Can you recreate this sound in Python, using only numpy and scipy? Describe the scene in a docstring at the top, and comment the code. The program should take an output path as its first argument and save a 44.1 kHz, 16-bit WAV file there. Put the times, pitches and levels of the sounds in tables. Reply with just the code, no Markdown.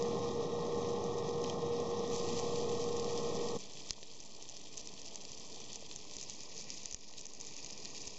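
"""Chicken sizzles on a barbecue, heard first beside a droning fan, then close over the meat.
Thousands of tiny fat bubbles burst in clumps over a hiss of steam; large ones pop, the hardest
with a soft thud and a brief dip in level. Juice fizzes on hot metal and blubs; fat pings on the grate.
The two places overlap for a while, with a thin click at each cut. The midrange has three narrow
notches, and only the two clicks reach above 8 kHz."""
import sys
import numpy as np
from scipy import signal
from scipy.fft import rfft, irfft
from scipy.io import wavfile

SR = 44100
rng = np.random.default_rng(int(sys.argv[2]) if len(sys.argv) > 2 else 0)


def pcm_store(signal):
    """Save signal as 16-bit PCM."""
    levels = np.round(np.clip(np.atleast_2d(signal), -1, 1) * 32767)
    wavfile.write(sys.argv[1], SR, levels.astype(np.int16).T)


N = 360738
T = np.arange(N) / SR
CLOSE_FROM_S, FAN_UNTIL_S = 2.115, 3.572


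def amp(db):
    """Decibels to gain."""
    return 10 ** (np.asarray(db) / 20)


def unit(x):
    """Scales to an rms of one."""
    return x / np.sqrt(np.mean(x ** 2) + 1e-20)


def add(mix, start_s, sound):
    """Mixes a sound in at start_s."""
    part = mix[max(round(start_s * SR), 0):][:len(sound)]
    part += sound[:len(part)]


def colour(x, spectrum):
    """Minimum-phase filter from (f/Hz, gain/dB) rows; clicks keep their sharp start."""
    hz, db = np.transpose(spectrum)
    grid_hz = abs(np.fft.fftfreq(4096, 1 / SR))
    log_gain = np.log(amp(np.interp(np.log(grid_hz + 1), np.log(hz), db)))
    taps = np.fft.ifft(np.exp(np.conj(signal.hilbert(log_gain)))).real
    return signal.oaconvolve(x, taps)[:N]


def drift(rate_hz):
    """Random wander below about rate_hz, unit rms."""
    t = np.arange(0, T[-1] + 1, .001)
    hz = np.fft.rfftfreq(len(t), t[1])
    spectrum = rfft(rng.standard_normal(len(t))) / np.sqrt(1 + (hz / rate_hz) ** 4)
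    return unit(np.interp(T, t, irfft(spectrum, len(t))))


def after(start_s):
    """Step from zero to one with a 5 ms ramp."""
    return np.clip((T - start_s) / .005, 0, 1)


def burst(hz, ring_s, echo_db, echo_s):
    """One bubble bursts: a few dying cycles, then scatter from the meat, bars and bowl."""
    t = np.arange(SR // 50) / SR
    snap = np.sin(2 * np.pi * hz * t) * np.exp(-t / ring_s) * (1 - np.exp(-2 * hz * t))
    scatter = rng.standard_normal(len(t)) * np.exp(-t / echo_s) * (1 - np.exp(-t / ring_s))
    echo = np.convolve(snap, scatter / np.linalg.norm(scatter))[:len(t)]
    return snap + amp(echo_db) * echo


def sizzle(spectrum, per_s, spread_db, max_spreads, clump_db, clump_hz, steam_db=-3, spots=10):
    """Mostly small bubbles burst in clumps over steam; each spot has its own pitch, boils up and eases."""
    activity = amp(clump_db * drift(clump_hz))
    onsets = np.flatnonzero(rng.random(N) < per_s * activity / SR)
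    size = amp(spread_db * np.minimum(rng.exponential(1, len(onsets)), max_spreads))
    size *= rng.choice([-1, 1], len(onsets))
    spot = rng.integers(0, spots, len(onsets))
    pace, phase = rng.random((2, spots))[:, spot]
    boil_hz = 7 * (.5 + pace)
    boil_db = 3 * np.sin(2 * np.pi * (boil_hz * T[onsets] + phase))
    size *= amp(boil_db)
    bubbles = np.zeros(N)
    for k, hz in enumerate(np.linspace(2000, 8200, spots)):
        impulses = np.bincount(onsets, size * (spot == k), N)
        tick = burst(hz, ring_s=.00014, echo_db=-6, echo_s=.002)
        bubbles += signal.oaconvolve(impulses, tick)[:N]
    # bursting bubbles let the steam out, so it flutters with them
    steam = unit(colour(rng.standard_normal(N) * np.sqrt(activity), spectrum))
    return unit(unit(colour(bubbles, spectrum)) + amp(steam_db) * steam)


# sizzle contour: t/s, level/dB
SIZZLE_LEVEL = [(0.0, -52.5), (0.4, -52.5), (0.52, -54), (0.8, -52), (1.2, -54.5), (1.47, -53), (1.62, -54),
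                (2.08, -51.5), (2.15, -48), (2.36, -46.5), (2.7, -49.5), (3.5, -49.5), (3.62, -53.5),
                (3.95, -54.5), (4.35, -55.5), (4.9, -55), (5.6, -53.5), (5.82, -53.5), (6.05, -54.5),
                (6.5, -55), (6.75, -51.5), (7.05, -55), (7.3, -56.5), (7.55, -54), (8.18, -55)]
# sizzle spectra by the fan, close by and over the meat: f/Hz, gain/dB
FAR_SPECTRUM = [(500, -29), (1900, -3.5), (2450, -1), (2650, -5.5), (2950, -4.5), (3280, 0.5), (3550, -3),
                (3900, -1), (4550, -5), (4950, -2), (5900, -1.5), (6400, -3.5), (7000, -11), (7500, -10.5),
                (8000, -22.5)]
NEAR_SPECTRUM = [(300, -17), (1200, -28), (1900, -9), (2400, -3), (2850, -5.5), (3200, -2), (3900, -4.5),
                 (4700, -1.5), (5450, -4.5), (6200, -1), (6800, -7.5), (7150, -3.5), (7600, -9),
                 (8000, -18)]
OVER_SPECTRUM = [(300, -16), (1200, -30), (1900, -7.5), (2400, -1), (2900, -6.5), (3800, -5.5), (5100, 0),
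                 (5650, -3), (6700, -0.5), (7200, -7.5), (7600, -12.5), (8000, -24)]
def meat(near_db=1.5, over_db=2.5, overlap_share=.63, move_s=(5.86, 6.63)):
    """Fat sizzles, far and close; the close sound shifts colour as the listener moves over the meat."""
    far = sizzle(FAR_SPECTRUM, per_s=3000, spread_db=3.1, max_spreads=4.5, clump_db=1.5, clump_hz=25)
    close_bubbles = dict(per_s=1900, spread_db=5.2, max_spreads=3.5, clump_db=2.4, clump_hz=30)
    near = amp(near_db) * sizzle(NEAR_SPECTRUM, **close_bubbles)
    over = amp(over_db) * sizzle(OVER_SPECTRUM, **close_bubbles)
    moved = np.interp(T, move_s, (0, 1))
    close = np.sqrt(1 - moved) * near + np.sqrt(moved) * over
    nearness = overlap_share * after(CLOSE_FROM_S) + (1 - overlap_share) * after(FAN_UNTIL_S)
    level = amp(np.interp(T, *np.transpose(SIZZLE_LEVEL)))
    return level * (np.sqrt(abs(1 - nearness)) * far + np.sqrt(nearness) * close)


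def rush(density):
    """Air noise from (f/Hz, density/(dB re 1/Hz)) rows."""
    return colour(rng.standard_normal(N), density) * np.sqrt(SR / 2)


def tone(hz, width_hz, rms_db, steady_share):
    """A wavering tone, part steady and part turbulent."""
    flutter = (drift(width_hz / 2) + 1j * drift(width_hz / 2)) / np.sqrt(2)
    cycles = np.cumsum(hz * (1 + .0007 * drift(1.5))) / SR
    envelope = np.sqrt(steady_share) + np.sqrt(1 - steady_share) * flutter
    return amp(rms_db) * unit((envelope * np.exp(2j * np.pi * cycles)).real)


# fan airflow: f/Hz, density/dB
FAN_RUSH = [(20, -89), (55, -83.5), (90, -73.5), (150, -69), (210, -67.5), (310, -72.5), (430, -65.5),
            (530, -71.5), (700, -74.5), (850, -72), (965, -81.5), (1040, -77.5), (1170, -77), (1320, -83),
            (1500, -100), (2600, -115)]
# blade and motor tones: f/Hz, width/Hz, level/dB, steady share
FAN_DRONE = [(472.8, 20, -40.6, .94), (1062.7, 10, -55.6, .985), (1879, 70, -65, 0), (3779, 10, -67.5, .85)]
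def fan(start_db=1.33, sag_db_per_s=.47):
    """Rushing air and the tones of blades and motor, growing slowly fainter."""
    level = amp(start_db - sag_db_per_s * T)
    return level * (rush(FAN_RUSH) + sum(tone(*row) for row in FAN_DRONE))


# juice spurts: t/s, length/s, level/dB
JUICE_SPURTS = [(0.015, 0.084, -59.5), (2.113, 0.1, -50), (4.771, 0.045, -48), (5.053, 0.043, -51.5),
                (5.283, .08, -57), (5.72, .06, -52), (6.18, 0.072, -51), (6.283, 0.062, -50),
                (6.566, 0.079, -51.5), (6.722, 0.15, -59), (7.169, 0.048, -48.5), (7.407, 0.13, -56),
                (7.928, 0.37, -55)]
# fizz spectrum: f/Hz, gain/dB
FIZZ_SPECTRUM = [(500, -39.5), (2400, -8), (4000, -6), (5200, -2), (6600, -2), (7300, -4), (8000, -17)]
def spurts(rise_s=.0052):
    """Juice runs onto hot metal, fizzes up fast and boils away."""
    envelope = np.zeros(N)
    for start_s, length_s, db in JUICE_SPURTS:
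        t = np.arange(0, length_s, 1 / SR)
        add(envelope, start_s, amp(db) * np.minimum(t / rise_s, 1) * (1 - (t / length_s) ** 4))
    fizz = sizzle(FIZZ_SPECTRUM, per_s=1200, spread_db=5, max_spreads=3,
                  clump_db=2.5, clump_hz=80, steam_db=-8, spots=6)
    return envelope * fizz


# large fat bubbles: t/s, level/dB, f/Hz, dip/dB (negative lifts)
FAT_POPS = [(0.0252, -25.5, 5100, -1), (0.668, -32.5, 4700, 0), (1.041, -29, 5900, -0.5),
            (1.1853, -30, 5270, -1.5), (1.2916, -29, 4900, 0.5), (1.441, -24, 5360, 0),
            (1.4457, -27, 3100, -1), (1.4986, -25, 5500, 0.5), (1.802, -31, 5900, 0),
            (2.077, -30, 5800, -0.5), (2.158, -30, 5800, 2.5), (2.1629, -27, 5600, 0),
            (2.182, -30, 5600, 0.5), (2.2886, -25, 4500, -0.5), (2.3916, -23, 4900, -0.5),
            (2.398, -25, 5930, 1.5), (2.559, -24.5, 4600, 0.5), (2.841, -26.5, 5500, 1),
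            (2.9678, -29, 5800, -1), (2.998, -25, 5500, 1.5), (3.0452, -25, 5100, -1.5),
            (3.119, -29, 4960, 0.5), (3.1766, -26.5, 5700, 0), (3.4564, -30, 4960, 0),
            (3.8915, -30, 5200, -0.5), (3.8977, -26, 4200, 0), (3.9022, -33, 5800, -1),
            (3.9076, -12, 5000, 6.5), (3.9327, -30.5, 4800, 0), (4.03, -27.5, 4000, 0),
            (4.204, -30, 5600, 1), (4.4255, -28.5, 6240, 0.5), (4.49, -28, 5800, -1),
            (4.4974, -27.5, 6270, 1), (4.5677, -26.5, 5040, 0.5), (4.7739, -27, 6000, 0.5),
            (4.7783, -22, 6500, -1), (4.8128, -31, 5800, 1), (4.874, -25, 5500, 0),
            (4.9203, -35, 5000, -0.5), (4.9395, -30, 4800, 1.5), (5.0175, -30, 5800, 0),
            (5.063, -32, 5800, -0.5), (5.147, -31.5, 6200, 0), (5.1578, -22, 6100, 0.5),
            (5.22, -35, 6000, 0), (5.2518, -27, 4700, 0.5), (5.3185, -27, 6000, 1),
            (5.3983, -31, 6100, 0.5), (5.6027, -30, 5500, 0.5), (5.731, -26.5, 6100, 1),
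            (5.758, -23.5, 6160, 1.5), (5.9131, -25, 4100, -1.5), (5.9614, -23, 6250, 1.5),
            (6.112, -28, 4800, -1), (6.1673, -23.5, 6000, 2), (6.1856, -34, 5650, 1),
            (6.2127, -25, 5100, -1.5), (6.2284, -26, 6400, -1), (6.237, -28, 6200, -0.5),
            (6.298, -22.5, 6600, 2), (6.4066, -26.5, 5000, -1), (6.4345, -29, 6500, 0.5),
            (6.5787, -28, 6000, -0.5), (6.6034, -33, 6000, 1), (6.7036, -20.5, 5150, 1),
            (6.8335, -31, 6200, 0), (6.8577, -18.5, 6150, 2), (6.912, -25, 6400, -1),
            (6.9262, -23, 6160, 1.5), (6.9456, -18.5, 6240, 4.5), (7.1378, -32, 4000, -0.5),
            (7.212, -28, 6400, 1), (7.2554, -26.5, 6300, 0.5), (7.2674, -27, 6200, 0),
            (7.336, -30, 6500, 0), (7.35, -31, 6400, -0.5), (7.402, -30, 6200, 0.5),
            (7.4119, -23.5, 6200, -0.5), (7.4501, -32, 6500, 0), (7.4696, -26, 6400, -0.5),
            (7.5663, -27, 5600, -1.5), (7.6464, -24.5, 6300, 1.7), (7.662, -26, 5000, -0.5),
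            (7.703, -29, 4300, -1.5), (7.708, -27.5, 6100, 0.5), (7.7778, -29, 5150, -1),
            (7.85, -25, 5200, 0.5), (7.856, -22, 4500, 0.5), (7.9482, -28, 5200, 0.5),
            (7.967, -34, 5300, -1), (8.0172, -29, 6340, -1.5), (8.073, -25.5, 6500, -1),
            (8.0774, -23.5, 5400, 2.5)]
# pop spectrum: f/Hz, gain/dB
POP_SPECTRUM = [(100, -12.5), (500, -8), (1200, -3), (2200, 2.5), (3200, -2.5), (5000, -3), (6500, 5),
                (7400, 0.5), (8000, -8.5)]
def pops(rows, gain_db=7.5, ring_db=-22, ring_cycles=5, thud_db=-54):
    """Large bubbles: a snap with spatter and the ring of the open cavity; the hardest are followed by a soft
    thud that scales with the dip."""
    snaps, thuds = np.zeros((2, N))
    t = np.arange(SR // 5) / SR
    thud = np.exp(-t / .028) * (1 - np.exp(-t / .0003))  # a step that leaks away
    for start_s, db, hz, dip_db in rows:
        # a larger cavity rings lower and longer
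        snap = burst(hz, ring_s=.62 / hz, echo_db=-9, echo_s=.0021)
        ring = burst(hz, ring_s=ring_cycles / hz, echo_db=-20, echo_s=.003)
        add(snaps, start_s, amp(db + gain_db) * (snap + amp(ring_db) * ring))
        add(thuds, start_s, -amp(thud_db) * max(dip_db, 0) * thud)
    return colour(snaps, POP_SPECTRUM) + thuds


def dips(recover_s=.28):
    """Gain that drops at some pops, lifts a little at others, and creeps back."""
    gain_db = np.zeros(N)
    for start_s, _, _, dip_db in FAT_POPS:
        gain_db -= dip_db * after(start_s) * np.exp(-abs(T - start_s) / recover_s)
    return amp(gain_db)


# drops on the grate: t/s, level/dB, f/Hz
GRATE_PINGS = [(1.447, -46, 3200), (1.4983, -33.5, 3220)]
def pings():
    """Drops of fat hit the metal bars, which ring briefly."""
    out = np.zeros(N)
    for start_s, db, hz in GRATE_PINGS:
        add(out, start_s, amp(db) * burst(hz, ring_s=.0026, echo_db=-24, echo_s=.003))
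    return out


# air around the grill: f/Hz, density/dB
AIR_RUSH = [(15, -100.5), (60, -91.5), (110, -90), (145, -82.5), (172, -87.5), (200, -81), (230, -86.5),
            (255, -87.5), (285, -83.5), (310, -86), (355, -89), (430, -81.5), (520, -88.5), (620, -92),
            (800, -91.5), (1000, -91.5), (1300, -100), (2000, -106), (8000, -125)]
# swell of the rush: t/s, level/dB
AIR_SWELL = [(3.6, 0.5), (4.05, -1.5), (4.5, -1), (5.15, 0.5), (5.55, 2.5), (6.0, 0), (6.35, -1.5),
             (6.6, 1), (6.95, -1), (7.35, -1), (7.7, 0), (8.18, 0)]
# hum tones: f/Hz, width/Hz, level/dB, steady share
AIR_HUM = [(299, 8, -74.5, .6), (595, 8, -72.5, .8), (668.5, 8, -72.8, .7)]
def open_air():
    """A faint low rush that slowly swells and sinks, with a thin hum."""
    swell = amp(np.interp(T, *np.transpose(AIR_SWELL)))
    return swell * rush(AIR_RUSH) + sum(tone(*row) for row in AIR_HUM)


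def spits(per_s=30, count=260):
    """Smaller pops of fat at random moments, heard only from close by."""
    wait, size, pitch = rng.random((count, 3)).T
    times_s = CLOSE_FROM_S + np.cumsum(-np.log(1 - wait)) / per_s
    levels_db = -37.5 + 3 * (2 * size - 1)
    pitches_hz = 5300 + 1900 * (2 * pitch - 1)
    return pops([(s, db, hz, 0) for s, db, hz in zip(times_s, levels_db, pitches_hz) if s < T[-1]])


# bubbles in thick juice: t/s, level/dB, f/Hz
JUICE_BLUBS = [(4.028, -33.5, 506), (4.933, -39, 514), (5.825, -31.5, 564), (7.213, -46, 450)]
def blubs(per_s=14, count=100, low_hz=450, high_hz=1200):
    """Thick juice blubs low and soft over a fainter random simmer, heard once the fan is gone."""
    wait, pitch, size = rng.random((count, 3)).T
    times_s = FAN_UNTIL_S + np.cumsum(-np.log(1 - wait)) / per_s
    levels_db = -50 + 10.5 * (2 * size - 1)
    pitches_hz = low_hz + pitch * (high_hz - low_hz)
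    out = np.zeros(N)
    for start_s, db, hz in [*JUICE_BLUBS, *zip(times_s, levels_db, pitches_hz)]:
        add(out, start_s, amp(db) * burst(hz, ring_s=.0012, echo_db=-23.5, echo_s=.003))
    return out


def scene(dc_offset=.0046):
    """Sizzle and pops throughout; the fan drone gives way to quiet air. Mono."""
    dip_gain = dips()
    fan_side = (fan() + dc_offset) * (1 - after(FAN_UNTIL_S))
    close_side = (dip_gain * open_air() + dc_offset) * after(CLOSE_FROM_S)
    fat_and_juice = pops(FAT_POPS) + spurts() + pings() + blubs()
    sizzling = dip_gain * (meat() + spits())
    return (fan_side + close_side + fat_and_juice + sizzling)[None]


# midrange notches: f/Hz, width/Hz
MID_NOTCHES = [(1400, 240), (1600, 383), (2150, 210)]
# clicks at the cuts: t/s, level/dB
CLICKS = [(2.1154, -41), (3.5696, -50)]
def record(dry, notch_floor_db=-28.5, lowpass_hz=7850, click_top_hz=15800):
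    """Notches, then a low-pass; the clicks are added last, so they reach higher."""
    for hz, width_hz in MID_NOTCHES:
        notched = signal.lfilter(*signal.iirnotch(hz, hz / width_hz, SR), dry)
        dry = notched + amp(notch_floor_db) * (dry - notched)
    lowpass = signal.firwin(201, lowpass_hz, window=("kaiser", 7), fs=SR)
    out = signal.oaconvolve(dry, lowpass[None], "same")
    click = signal.firwin(61, click_top_hz, window=("kaiser", 7), fs=SR)
    for centre_s, db in CLICKS:
        add(out[0], centre_s - len(click) / 2 / SR, amp(db) * click)
    return out


dry = scene()
out = record(dry)
pcm_store(out)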